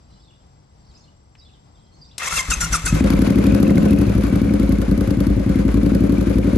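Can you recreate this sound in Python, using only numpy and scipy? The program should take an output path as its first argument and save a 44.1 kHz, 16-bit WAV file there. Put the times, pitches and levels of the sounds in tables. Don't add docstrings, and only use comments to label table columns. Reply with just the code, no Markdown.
import sys
import numpy as np
from scipy import signal
from scipy.fft import rfft, irfft
from scipy.io import wavfile

SR = 44100
rng = np.random.default_rng(int(sys.argv[2]) if len(sys.argv) > 2 else 0)


def unload_audio(sound):
    columns = np.transpose(np.atleast_2d(sound))
    steps = np.round(np.clip(columns, -1, 1) * 32767)
    wavfile.write(sys.argv[1], SR, steps.astype(np.int16))


N = 289737

IDLE_FROM_S = 4.0
SECOND_CYLINDER = 0.37

# time in seconds, speed in rpm.
CRANK = [(2.92, 1445.3), (3.05, 1231.3), (3.2, 1435.3), (3.5, 1470.2), (3.75, 1610.8), (4.0, 1494.3),
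         (4.25, 1348.7), (4.5, 1320.7), (4.75, 1280.6), (5.0, 1221.6), (5.25, 1254.0), (5.45, 1227.6),
         (5.65, 1303.9), (5.9, 1372.1), (6.2, 1378.5), (6.57, 1368.9)]


def cycle_times(share):
    t = np.arange(N) / SR
    rpm = in_time(CRANK)[0] * (t >= CRANK[0][0])
    cycles = np.cumsum(rpm) / (120 * SR)
    wanted = np.arange(share + 1e-3, cycles[-1])
    return np.interp(wanted, cycles, t)


def firing_times():
    return np.r_[cycle_times(0), cycle_times(SECOND_CYLINDER)]


# frequency in Hz, t60 in seconds, signed strength from cylinder 1, from cylinder 2.
PIPE_MODES = [(54.1, 0.55, 0.096, 0.091), (83.2, 0.2, -0.122, -0.11), (112.2, 0.21, 0.16, -0.1),
              (179.4, 0.074, 0.3, 0.49), (210.1, 0.41, -0.036, -0.14), (270.6, 0.026, -1.164, -0.31),
              (285.3, 0.21, 0.21, -0.18), (350.9, 0.096, 0.19, -0.071), (424, 0.033, 0.052, -0.057),
              (537, 0.069, -0.044, 0.15), (637, 0.042, 0.023, -0.045)]
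# time in seconds, level change in dB.
STUMBLES = [(4.269, -7.5), (4.449, -7), (4.631, -1.5), (4.818, -7.5), (5.399, -5.5), (5.683, -2.5),
            (6.212, -5), (6.299, -2.5)]
# time in seconds, relative level in dB.
AFTERFIRES = [(4.478, -2.5), (4.3, -8), (6.5, -11.5)]
BLOWDOWN_HZ = 536
CATCH_LATE_S = 0.004


def exhaust(firing_db, boom_db, uneven_db, mode_uneven_db, jitter_s):
    first = cycle_times(0)
    first[0] += CATCH_LATE_S
    late_s, late_db = np.transpose(AFTERFIRES)
    second = np.r_[cycle_times(SECOND_CYLINDER)[1:], late_s]
    count = len(first) + len(second)
    at = np.r_[first, second] + jitter_s * rng.standard_normal(count)
    index = (at * SR).astype(int).clip(0, N - 1)

    charge_db = uneven_db * rng.standard_normal(count)
    for s, change_db in STUMBLES:
        charge_db[np.abs(at - s).argmin()] = change_db
    charge_db[-len(late_db):] = late_db

    out = 0
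    for hz, t60, one, two in PIPE_MODES:
        level_db = firing_db[index] + boom_db[index] * (hz < 130)
        own_db = charge_db + mode_uneven_db * rng.standard_normal(count)
        strength = np.r_[one + 0 * first, two + 0 * second]
        pulses = clicks(at, strength * amp(level_db) * amp(own_db))
        pulses = smooth(smooth(pulses, BLOWDOWN_HZ), BLOWDOWN_HZ)
        out = out + lean(hz) * ring(pulses, hz, t60)
    return amp(20) * out


def rasp(firing_db, level_db, decay_s):
    first, second = cycle_times(0), cycle_times(SECOND_CYLINDER)
    sizes = np.r_[0.6 + 0 * first, 1 + 0 * second]
    gate = smooth(clicks(np.r_[first, second] + 0.0044, sizes), 1 / (2 * np.pi * decay_s))
    noise = rng.standard_normal((2, N)) * gate
    sound = resonance(noise, 530, 70) + amp(-2) * resonance(noise, 400, 110) + resonance(noise, 307, 69)
    return amp(firing_db + level_db) * rms_one(sound, IDLE_FROM_S) * lean(300)


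def tick_spread(uneven_db, count):
    return uneven_db * rng.uniform(-1.7, 1.7, count)


# share of the cycle, level in dB.
VALVES = [(1, 8.5), (0.334, 11), (0.532, -1), (0.692, 1)]
STRAY_TICKS_PER_S, STRAY_TICK_DB = 14, -5


def tick_gate(tick_s, uneven_db):
    stray = rng.random(N) < STRAY_TICKS_PER_S / SR
    running = np.arange(N) / SR > CRANK[0][0]
    ticks = stray * running * amp(STRAY_TICK_DB + tick_spread(uneven_db, N))
    for share, db in VALVES:
        at = cycle_times(share)
        late_s = 0.00063 * rng.standard_normal(len(at))
        ticks = ticks + clicks(at + late_s, amp(db + tick_spread(uneven_db, len(at))))
    return smooth(smooth(ticks, 1 / (2 * np.pi * tick_s)), 170)


# frequency in Hz, relative level in dB per Hz.
RUSTLE_SPECTRUM = [(410, -1.5), (700, 1.5), (1520, 3), (1840, -1.5), (2160, -0.5), (2820, -5.5),
                   (7510, -15.5), (7970, -28), (8890, -8), (10000, -26), (11200, -6.5), (12600, -64),
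                   (16400, -56), (22000, -120)]
# frequency in Hz, relative level in dB per Hz.
TICK_SPECTRUM = [(500, -6), (1300, -2), (2400, 1.5), (4500, 7.5), (7500, -1.5), (9000, 1), (11500, 13.5),
                 (14000, -7)]
# frequency in Hz, width in Hz, relative level in dB.
CASES = [(1153, 320, 13), (1488, 19, 19), (2080, 72, -16), (2540, 47, -19), (4060, 370, -27), (7200, 22, 7)]
RATTLE_DB, WHINE_DB = -6.5, -13


def clatter(level_db, tick_db, tick_s, uneven_db):
    gate = tick_gate(tick_s, uneven_db)
    grains = (rng.random((2, N)) < 1400 / SR) * rng.standard_normal((2, N))
    grains = grains * (amp(3 * drift(40)) + 0.8 * rms_one(smooth(gate, 120)))
    rung = sum(amp(db + 2.0 * drift(5.3)) * resonance(grains + 1e-18, hz, width) for hz, width, db in CASES)
    rustle = rms_one(coloured(RUSTLE_SPECTRUM)) * amp(1.63 * drift(41) + 0.87 * drift(17))
    steady = rustle + amp(RATTLE_DB) * rms_one(ports(*rung)) + amp(WHINE_DB) * whine()
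    running = smooth(np.arange(N) / SR > CRANK[0][0], 4.2)
    ticking = rms_one(coloured(TICK_SPECTRUM) * gate, IDLE_FROM_S)
    return amp(level_db) * (running * steady + amp(tick_db) * ticking)


# share of the cycle, level in dB.
WHINE_LOADS = [(.3, 3.5), (.68, 2), (.92, 5)]
WHINE_PER_TURN = 102.5
SPEED_WOBBLE, WHINE_SWELL_HZ = 0.016, 37


def whine():
    surge = smooth(smooth(clicks(firing_times(), 1), 12.7), 12.7)
    wobble = rms_one(surge - smooth(surge, 2.93), IDLE_FROM_S) + 0.584 * drift(46.2)
    hz = WHINE_PER_TURN * in_time(CRANK)[0] / 60 * (1 + SPEED_WOBBLE * wobble)
    loads = 0
    for share, db in WHINE_LOADS:
        at = cycle_times(share) - 0.006
        loads = loads + clicks(at, amp(db + 1.1 * rng.standard_normal(len(at))))
    swell = smooth(smooth(loads, WHINE_SWELL_HZ), WHINE_SWELL_HZ)
    roughness = 0.75 + drift(200)
    tone = np.sin(2 * np.pi * np.cumsum(hz) / SR) * roughness
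    return rms_one(ports(tone, np.roll(tone, SR // 9)) * swell)


# time in seconds, peak in dB before the stereo lean.
PINGS = [(3.1268, -29), (3.2438, -31), (3.2969, -24.5), (3.3243, -28), (3.3792, -27), (3.4085, -28),
         (3.6479, -28), (3.6975, -24), (3.7738, -23), (3.9265, -30)]
PING_HZ, PING_T60_S = 2115, 0.027
CATCH_HZ, CATCH_T60_S, CATCH_DB = 158.5, 0.16, -6


def pings():
    s, db = np.transpose(PINGS)
    thump = ring(clicks([CRANK[0][0] + 0.00614], amp(CATCH_DB)), CATCH_HZ, CATCH_T60_S)
    bright = ring(clicks(s, amp(db)), PING_HZ, PING_T60_S)
    return lean(PING_HZ) * bright + lean(CATCH_HZ) * smooth(thump, 416)


# time in seconds, gear mesh in Hz, level in dB,
# relative treble in dB, strength of the clean tone against the grind.
SPIN_UP = [(2.191, 417, -31.5, -5, .15), (2.214, 600, -30, -11, .2), (2.226, 632, -27, -11, .6),
           (2.237, 660, -28.5, -3, .2), (2.246, 860, -27.5, -4, .4), (2.258, 900, -26, -6, .4),
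           (2.273, 1074, -28, -1.5, .6), (2.286, 1085, -28, 1, .5), (2.29, 1090, -29.5, -8.5, .1),
           (2.302, 1260, -29.5, -6, .1), (2.313, 1294, -28.5, -3.5, .3), (2.337, 1387, -26.5, -1.5, .35),
           (2.362, 1400, -29, 5, .4)]
# start in seconds, length in seconds, level in dB,
# relative treble at the bite in dB, mesh from Hz, mesh to Hz.
LOADS = [(2.372, 0.031, -22.5, 1, 1357, 1037), (2.508, 0.032, -25, 8.5, 1533, 1260),
         (2.611, 0.038, -26, 7, 1517, 1417), (2.728, .034, -22.5, 2, 1580, 1170),
         (2.862, 0.027, -25, 6, 1548, 1286)]
ATTACK_S, SWELL_S, RELEASE_S = 0.012, 0.0077, 0.018
BITE_DB, HOLD_DB = -3, -8.5
HOLD_TREBLE_DB, END_TREBLE_DB, COAST_TREBLE_DB = -2.5, 7, -4.5
RELEASED_DB, COAST_DB = -33, -36
LOAD_TONE, COAST_TONE = 0.75, 0.15
SAG_HZ_PER_S, DWELL_S = 13500, 0.034
LET_GO_S, LET_GO_HZ, LET_GO_DB = 3.03, 1234, -37.5


def starter_controls():
    mesh = [(s, hz) for s, hz, *_ in SPIN_UP]
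    shape = []
    for s, length, db, bite_db, from_hz, to_hz in LOADS:
        end = s + length
        mesh += [(s, from_hz),
                 (s + (from_hz - to_hz) / SAG_HZ_PER_S, to_hz),
                 (end + RELEASE_S + DWELL_S, to_hz)]
        shape += [(s - ATTACK_S, COAST_DB, COAST_TREBLE_DB, COAST_TONE),
                  (s, db + BITE_DB, bite_db, LOAD_TONE),
                  (s + SWELL_S, db, HOLD_TREBLE_DB, LOAD_TONE),
                  (end, db + HOLD_DB, END_TREBLE_DB, LOAD_TONE),
                  (end + RELEASE_S, RELEASED_DB, COAST_TREBLE_DB, COAST_TONE)]
    mesh += [(LET_GO_S, LET_GO_HZ)]
    spin = [(s, *rest) for s, _, *rest in SPIN_UP]
    shape = spin + shape[1:]
    shape += [(LET_GO_S, LET_GO_DB, COAST_TREBLE_DB, COAST_TONE)]
    return in_time(mesh) + in_time(shape)


TOOTH_DB = [-2, -1, 0, -1, -1, -3, -3, -4]
# frequency in Hz, gain in dB.
TEETH_HEARD = [(600, -16), (1000, -7), (1250, 0), (2750, 0), (3200, -7), (4300, -10), (5200, -5), (5900, 0),
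               (12000, 0)]
# frequency in Hz, width in Hz before 60 Hz is added, relative level in dB.
HOUSING = [(1236, 190, -14), (1490, 27, 6.5), (1870, 38, -3), (2084, 51, 8), (2680, 15, 2.5),
           (5654, 26, 12), (5870, 490, 5), (6364, 50, 12.5), (6490, 120, 9), (7330, 25, 14.5),
           (7360, 170, 9.5), (8300, 230, -14), (9100, 850, -2), (8400, 22, 3), (11170, 29, 11)]
# frequency in Hz, relative level in dB per Hz.
GRIND = [(210, -13), (350, -13), (520, -5.5), (811, -6), (1050, 1), (1640, 1.5), (2650, -12), (3300, -2.5),
         (4200, -5.5), (5290, 0.5), (5900, -14.5), (7470, 5.5), (12600, -3.5), (16400, -56), (22000, -120)]
TREBLE_FROM_HZ = 3700


def starter():
    mesh_hz, level_db, treble_db, tone = starter_controls()
    phase = 2 * np.pi * np.cumsum(mesh_hz * (1 + 0.011 * drift(150))) / SR
    harmonics = sum(np.cos(k * phase) * amp(db + 5.5 * drift(50)) for k, db in enumerate(TOOTH_DB, 1))
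    teeth = np.clip(tone, 0, 2) * harmonics
    growl = 1 + 0.078 * np.cos(phase / 9)
    grit = rms_one(rng.standard_normal((2, N)) * amp(1.6 * drift(160)))
    drive = (shaped(teeth, TEETH_HEARD) + 1.8 * grit) * growl

    rung = 0
    for k, (hz, width, db) in enumerate(HOUSING):
        rung = rung + amp(db) * (-1) ** k * resonance(drive, hz, width + 60)
    sound = ports(*(rms_one(rung) + rms_one(shaped(drive, GRIND))))
    low = signal.sosfilt(signal.butter(4, TREBLE_FROM_HZ, fs=SR, output="sos"), sound)
    high = signal.sosfilt(signal.butter(4, TREBLE_FROM_HZ, "high", fs=SR, output="sos"), sound)
    t = np.arange(N) / SR
    on = smooth((t > SPIN_UP[0][0]) & (t < LET_GO_S), 44)
    return on * amp(level_db) * (rms_one(low) + amp(treble_db) * rms_one(high))


# time in seconds, strength in dB, upper modes' relative strength in dB.
PUFFS = [(2.325, -30.5, 15), (2.371, -23, -2), (2.485, -13.5, 2.5), (2.568, -21.5, -8), (2.629, -18, -18),
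         (2.703, -19, 6), (2.724, -23.5, 5), (2.84, -14, 0.5), (2.903, -21, -5)]
# frequency in Hz, t60 in seconds, level in dB.
UNFIRED_MODES = [(56.2, 0.26, -1), (89, 0.026, 8), (165, 0.25, -6), (270, 0.07, -12)]
CRANKING_PUFF_HZ, SIGH_DB = 113, -16.5


def cranking():
    puff_s, puff_db, upper_db = np.transpose(PUFFS)
    low = smooth(smooth(clicks(puff_s, amp(puff_db)), CRANKING_PUFF_HZ), CRANKING_PUFF_HZ)
    upper = smooth(smooth(clicks(puff_s, amp(puff_db + upper_db)), CRANKING_PUFF_HZ), CRANKING_PUFF_HZ)
    flow = smooth(clicks(puff_s, amp(puff_db)), 2.8)
    sigh = amp(SIGH_DB) * rng.standard_normal(N) * flow * np.sqrt(SR)
    out = 0
    for hz, t60, db in UNFIRED_MODES:
        puff = upper if hz > 130 else low
        out = out + amp(db) * lean(hz) * ring(puff + sigh, hz, t60)
    return out


# time in seconds, level in dB, centre in Hz,
# dull above Hz.
CLACKS = [(1.352, -30.5, 2230, 3000), (2.1807, -10, 5600, 13700), (2.9246, -16, 1303, 6050),
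          (3.007, -11, 1290, 7000), (3.041, -8, 1230, 9200), (5.689, -12, 1190, 3000)]
CLACK_S = 0.007


def clacks():
    out = np.zeros((2, N))
    for s, db, hz, dull_hz in CLACKS:
        burst = rng.standard_normal(N) * smooth(clicks([s], SR * CLACK_S), 1 / (2 * np.pi * CLACK_S))
        knock = 0.13 * burst + 0.36 * resonance(burst, hz, 1.1 * hz)
        out += amp(db) * lean(hz) * smooth(smooth(knock, dull_hz), dull_hz)
    return out


# delay in seconds, gain left, gain right.
ECHOES = [(.0305, 0.23, 0.23), (0.00384, 0.13, -0.0035), (.019, -0.043, 0.26), (0.01978, 0.13, -0.2)]
ECHO_CUT_HZ = 2500


def echoes(bike):
    out, dull = np.zeros((2, N)), smooth(bike.mean(0), ECHO_CUT_HZ)
    for delay, left, right in ECHOES:
        lag = int(delay * SR)
        out[:, lag:] += np.array([[left], [right]]) * dull[:-lag]
    return out


# start in seconds, length in seconds, from Hz, to Hz, level in dB.
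BIRDS = [(0.1, 0.028, 4140, 4050, -63), (0.101, .012, 4830, 4800, -63), (0.125, .02, 3700, 3280, -70),
         (.135, 0.011, 4130, 4100, -63), (0.152, .008, 4840, 4770, -66), (.155, 0.018, 3150, 2960, -64),
         (.195, .012, 5200, 5130, -62), (0.211, 0.02, 4600, 4480, -61), (0.253, 0.016, 4260, 4150, -61),
         (0.235, 0.025, 3840, 3600, -61), (0.273, 0.033, 3570, 3360, -59), (0.3, 0.013, 3060, 2710, -59),
         (0.327, 0.024, 3580, 3270, -62), (.855, .03, 4800, 5830, -67), (0.884, 0.024, 4550, 4500, -61),
         (0.907, .014, 4380, 3480, -63), (.96, 0.029, 2400, 2870, -71), (0.944, 0.03, 4730, 5350, -55.5),
         (0.952, .02, 4700, 3560, -64), (0.974, 0.012, 5600, 7100, -58), (0.994, 0.017, 6140, 4750, -60),
         (1.015, 0.04, 4250, 4200, -62), (1.036, 0.018, 3680, 3500, -66), (1.076, .018, 2890, 2970, -61),
         (1.379, 0.02, 5080, 5180, -54), (1.392, 0.019, 4860, 4670, -53), (1.414, 0.025, 3820, 3830, -54.5),
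         (1.449, 0.031, 3530, 3440, -56), (1.449, .014, 4200, 4300, -58), (1.484, 0.019, 3220, 2500, -61),
         (1.51, 0.056, 3810, 2930, -64), (1.758, 0.086, 3260, 3260, -71), (1.84, 0.084, 3230, 3160, -73),
         (1.917, 0.059, 4300, 4350, -62.5), (1.975, 0.032, 5000, 5630, -66),
         (2.015, 0.023, 4890, 4590, -45.5), (2.043, 0.009, 3740, 3730, -58), (2.056, .012, 4750, 4700, -61),
         (2.088, .008, 4440, 4220, -57), (2.1, 0.016, 2620, 2920, -63), (2.128, .012, 3500, 2830, -65),
         (2.069, 0.032, 4750, 5800, -58), (2.112, 0.0085, 3400, 4000, -49.5)]
FAINT_PER_NOTE = 4
CHATTER_S, CHATTER_HZ, CHATTER_DB = 0.035, 500, -71
BLUR_T60_S, BLUR_DB = 0.4, 0


def birds():
    dry, rows = np.zeros(N), np.array(BIRDS)
    faint = np.repeat(rows, FAINT_PER_NOTE, axis=0)
    faint = faint * [1, 0.0099, 0.5, 0.58, 0] + [0, 0.014, 0, 0, CHATTER_DB]
    faint[:, 2:4] = faint[:, 2:4].sum(axis=1, keepdims=True)
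    chance = rng.standard_normal((len(faint), 4))
    faint += chance[:, [0, 0, 1, 2, 3]] * [CHATTER_S, 0, CHATTER_HZ, CHATTER_HZ, 3]

    warble, trill = 1 + 0.011 * drift(200), amp(2.2 * drift(120))
    for s, length, hz0, hz1, db in np.vstack([rows, faint]):
        u, start = np.linspace(0, 1, int(length * SR)), int(abs(s) * SR)
        span = slice(start, start + len(u))
        hz = (hz0 + (hz1 - hz0) * u) * warble[span]
        envelope = np.abs(np.sin(np.pi * u)) ** 0.2
        dry[span] += amp(db) * np.sin(2 * np.pi * np.cumsum(hz) / SR) * envelope
    dry = dry * trill
    t = np.arange(SR // 3) / SR
    tails = rms_one(rng.standard_normal((2, len(t))) * amp(-60 * t / BLUR_T60_S)) / np.sqrt(len(t))
    return dry + amp(BLUR_DB) * signal.fftconvolve(dry[None], tails, axes=1)[:, :N]


# frequency in Hz, relative level in dB per Hz.
AIR = [(15, -40), (25, -9.5), (66, -1.5), (121, -5), (391, -22), (840, -21), (1850, -36.5), (4400, -37.5),
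       (4870, -32), (6780, -48), (7700, -37), (8530, -55), (11000, -45.5), (14300, -100), (22000, -120)]
# frequency in Hz, width in Hz, level in dB.
HISSES = [(2020, 37, -79.5), (4800, 180, -87), (5840, 200, -74.5), (7560, 69, -71)]
AIR_DB = -49.5


def outdoors():
    gusts = amp(1.8 * drift(3))
    air = amp(AIR_DB) * gusts * rms_one(coloured(AIR))
    air[1] = np.roll(air[1], 21)
    noise = rng.standard_normal((2, N))
    for hz, width, db in HISSES:
        air = air + amp(db) * rms_one(resonance(resonance(noise, hz, width), hz, width))
    return air


def amp(db):
    return 10 ** (np.asarray(db) / 20)


def rms_one(x, s0=0., s1=99.):
    return x / np.sqrt(np.mean(x[..., int(s0 * SR):int(s1 * SR)] ** 2) + 1e-20)


def in_time(rows):
    s, *columns = np.transpose(rows)
    return [np.interp(np.arange(N) / SR, s, c) for c in columns]


def at_hz(points, hz):
    table = np.array(points)
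    return np.interp(np.log(hz), np.log(table[:, 0]), table[:, 1])


def clicks(times, sizes):
    out = np.full(N, 1e-18)
    index = np.round(np.asarray(times) * SR).astype(int)
    np.add.at(out, np.clip(index, 0, N - 1), sizes)
    return out


def smooth(x, hz):
    r = np.exp(-2 * np.pi * hz / SR)
    return signal.lfilter([1 - r], [1, -r], x)


def drift(hz):
    return rms_one(smooth(smooth(rng.standard_normal(N + SR), hz), hz)[SR:])


def ring(x, hz, t60):
    r, w = amp(-60 / (max(t60, 0.002) * SR)), 2 * np.pi * hz / SR
    return signal.lfilter([0, np.sin(w)], [1, -2 * r * np.cos(w), r * r], x)


def resonance(x, hz, width_hz):
    r = np.exp(-np.pi * width_hz / SR)
    zeros = np.array([1, 0, -1]) * (1 - r * r) / 2
    return signal.lfilter(zeros, [1, -2 * r * np.cos(2 * np.pi * hz / SR), r * r], x)


def shaped(x, spectrum):
    hz = np.maximum(np.fft.rfftfreq(N, 1 / SR), 1)
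    return irfft(rfft(x) * amp(at_hz(spectrum, hz)), N)


def coloured(spectrum):
    return ports(*shaped(rng.standard_normal((2, N)), spectrum))


# frequency in Hz, left minus right in dB.
LEAN = [(60, 1), (110, 3.5), (200, 0), (350, 6), (640, 2), (1150, 5), (2070, 2), (3740, 4.5), (6750, 6),
        (12200, -1)]


def lean(hz):
    return amp(at_hz(LEAN, hz) * np.array([[0.5], [-0.5]]))


# frequency in Hz, shared share of power.
LIKENESS = [(60, .99), (130, 1), (270, 1), (580, 0.29), (1250, 0.068), (2670, 0.19), (5700, 0.11),
            (12200, 0.12)]
# frequency in Hz, radians by which the left port leads.
LEAD = [(0, 0), (690, 0.2), (1550, 0.6), (2670, 0.5), (3190, 1.5), (4390, -0.7), (5430, -2.5), (6290, 0.5),
        (7320, 0), (7670, 1.5), (8610, -8.5), (9650, -8), (10400, -8.5), (12300, -10.5)]


def ports(near, apart):
    hz = np.maximum(np.fft.rfftfreq(N, 1 / SR), 1)
    alike = np.sqrt(np.clip(at_hz(LIKENESS, hz), 0, 1))
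    left, other = rfft(near), rfft(apart)
    right = np.exp(-1j * at_hz(LEAD, hz)) * (alike * left + np.sqrt(1 - alike ** 2) * other)
    return irfft(lean(hz) * [left, right], N)


# time in seconds, exhaust level in dB, boom below 130 Hz in relative dB.
RUNNING = [(2.92, -23, 7.5), (3.0, -15, 0.5), (3.3, -15.5, -1.5), (3.9, -14.5, -2.5), (4.05, -20, 3),
           (4.6, -19, 0), (5.15, -19.5, 3), (5.5, -20.5, 2.5), (5.9, -18, -2), (6.3, -18, 0.5)]
# time in seconds, level in dB.
OILING = [(2.92, -31.5), (3.05, -31), (3.5, -34.5), (4.5, -38.5), (5.4, -40), (6.3, -38.5)]
SILENCER_HZ = 572


def scene():
    firing_db, boom_db = in_time(RUNNING)
    pipe = exhaust(firing_db, boom_db, uneven_db=0.7, mode_uneven_db=2, jitter_s=0.0003)
    pipe = pipe + rasp(firing_db, level_db=-8, decay_s=0.037)
    pipe = signal.sosfilt(signal.butter(4, SILENCER_HZ, fs=SR, output="sos"), pipe)
    gear = clatter(*in_time(OILING), tick_db=-7, tick_s=0.004, uneven_db=3.6)
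    bike = pipe + gear + pings() + starter() + cranking() + clacks()
    return bike + echoes(bike) + birds() + outdoors()


LIMIT_DB, RELEASE_DB_PER_S = -4, 150


def limited(x):
    ramp = RELEASE_DB_PER_S * np.arange(N) / SR
    over = np.maximum(20 * np.log10(np.abs(x).max(0) + 1e-9) - LIMIT_DB, 0)
    held = np.maximum.accumulate(over + ramp) - ramp
    ahead = np.r_[held[66:], np.full(66, held[-1])]
    return x * amp(-smooth(ahead, 150))


CUTOFF_HZ = 13100


def record(dry):
    x = signal.sosfilt(signal.butter(2, 35, "high", fs=SR, output="sos"), dry)
    x = signal.sosfilt(signal.butter(2, [9600, 10600], "bandstop", fs=SR, output="sos"), x)
    x = limited(x)
    return signal.sosfilt(signal.cheby2(12, 50, CUTOFF_HZ, fs=SR, output="sos"), x)


dry = scene()
out = record(dry)
unload_audio(out)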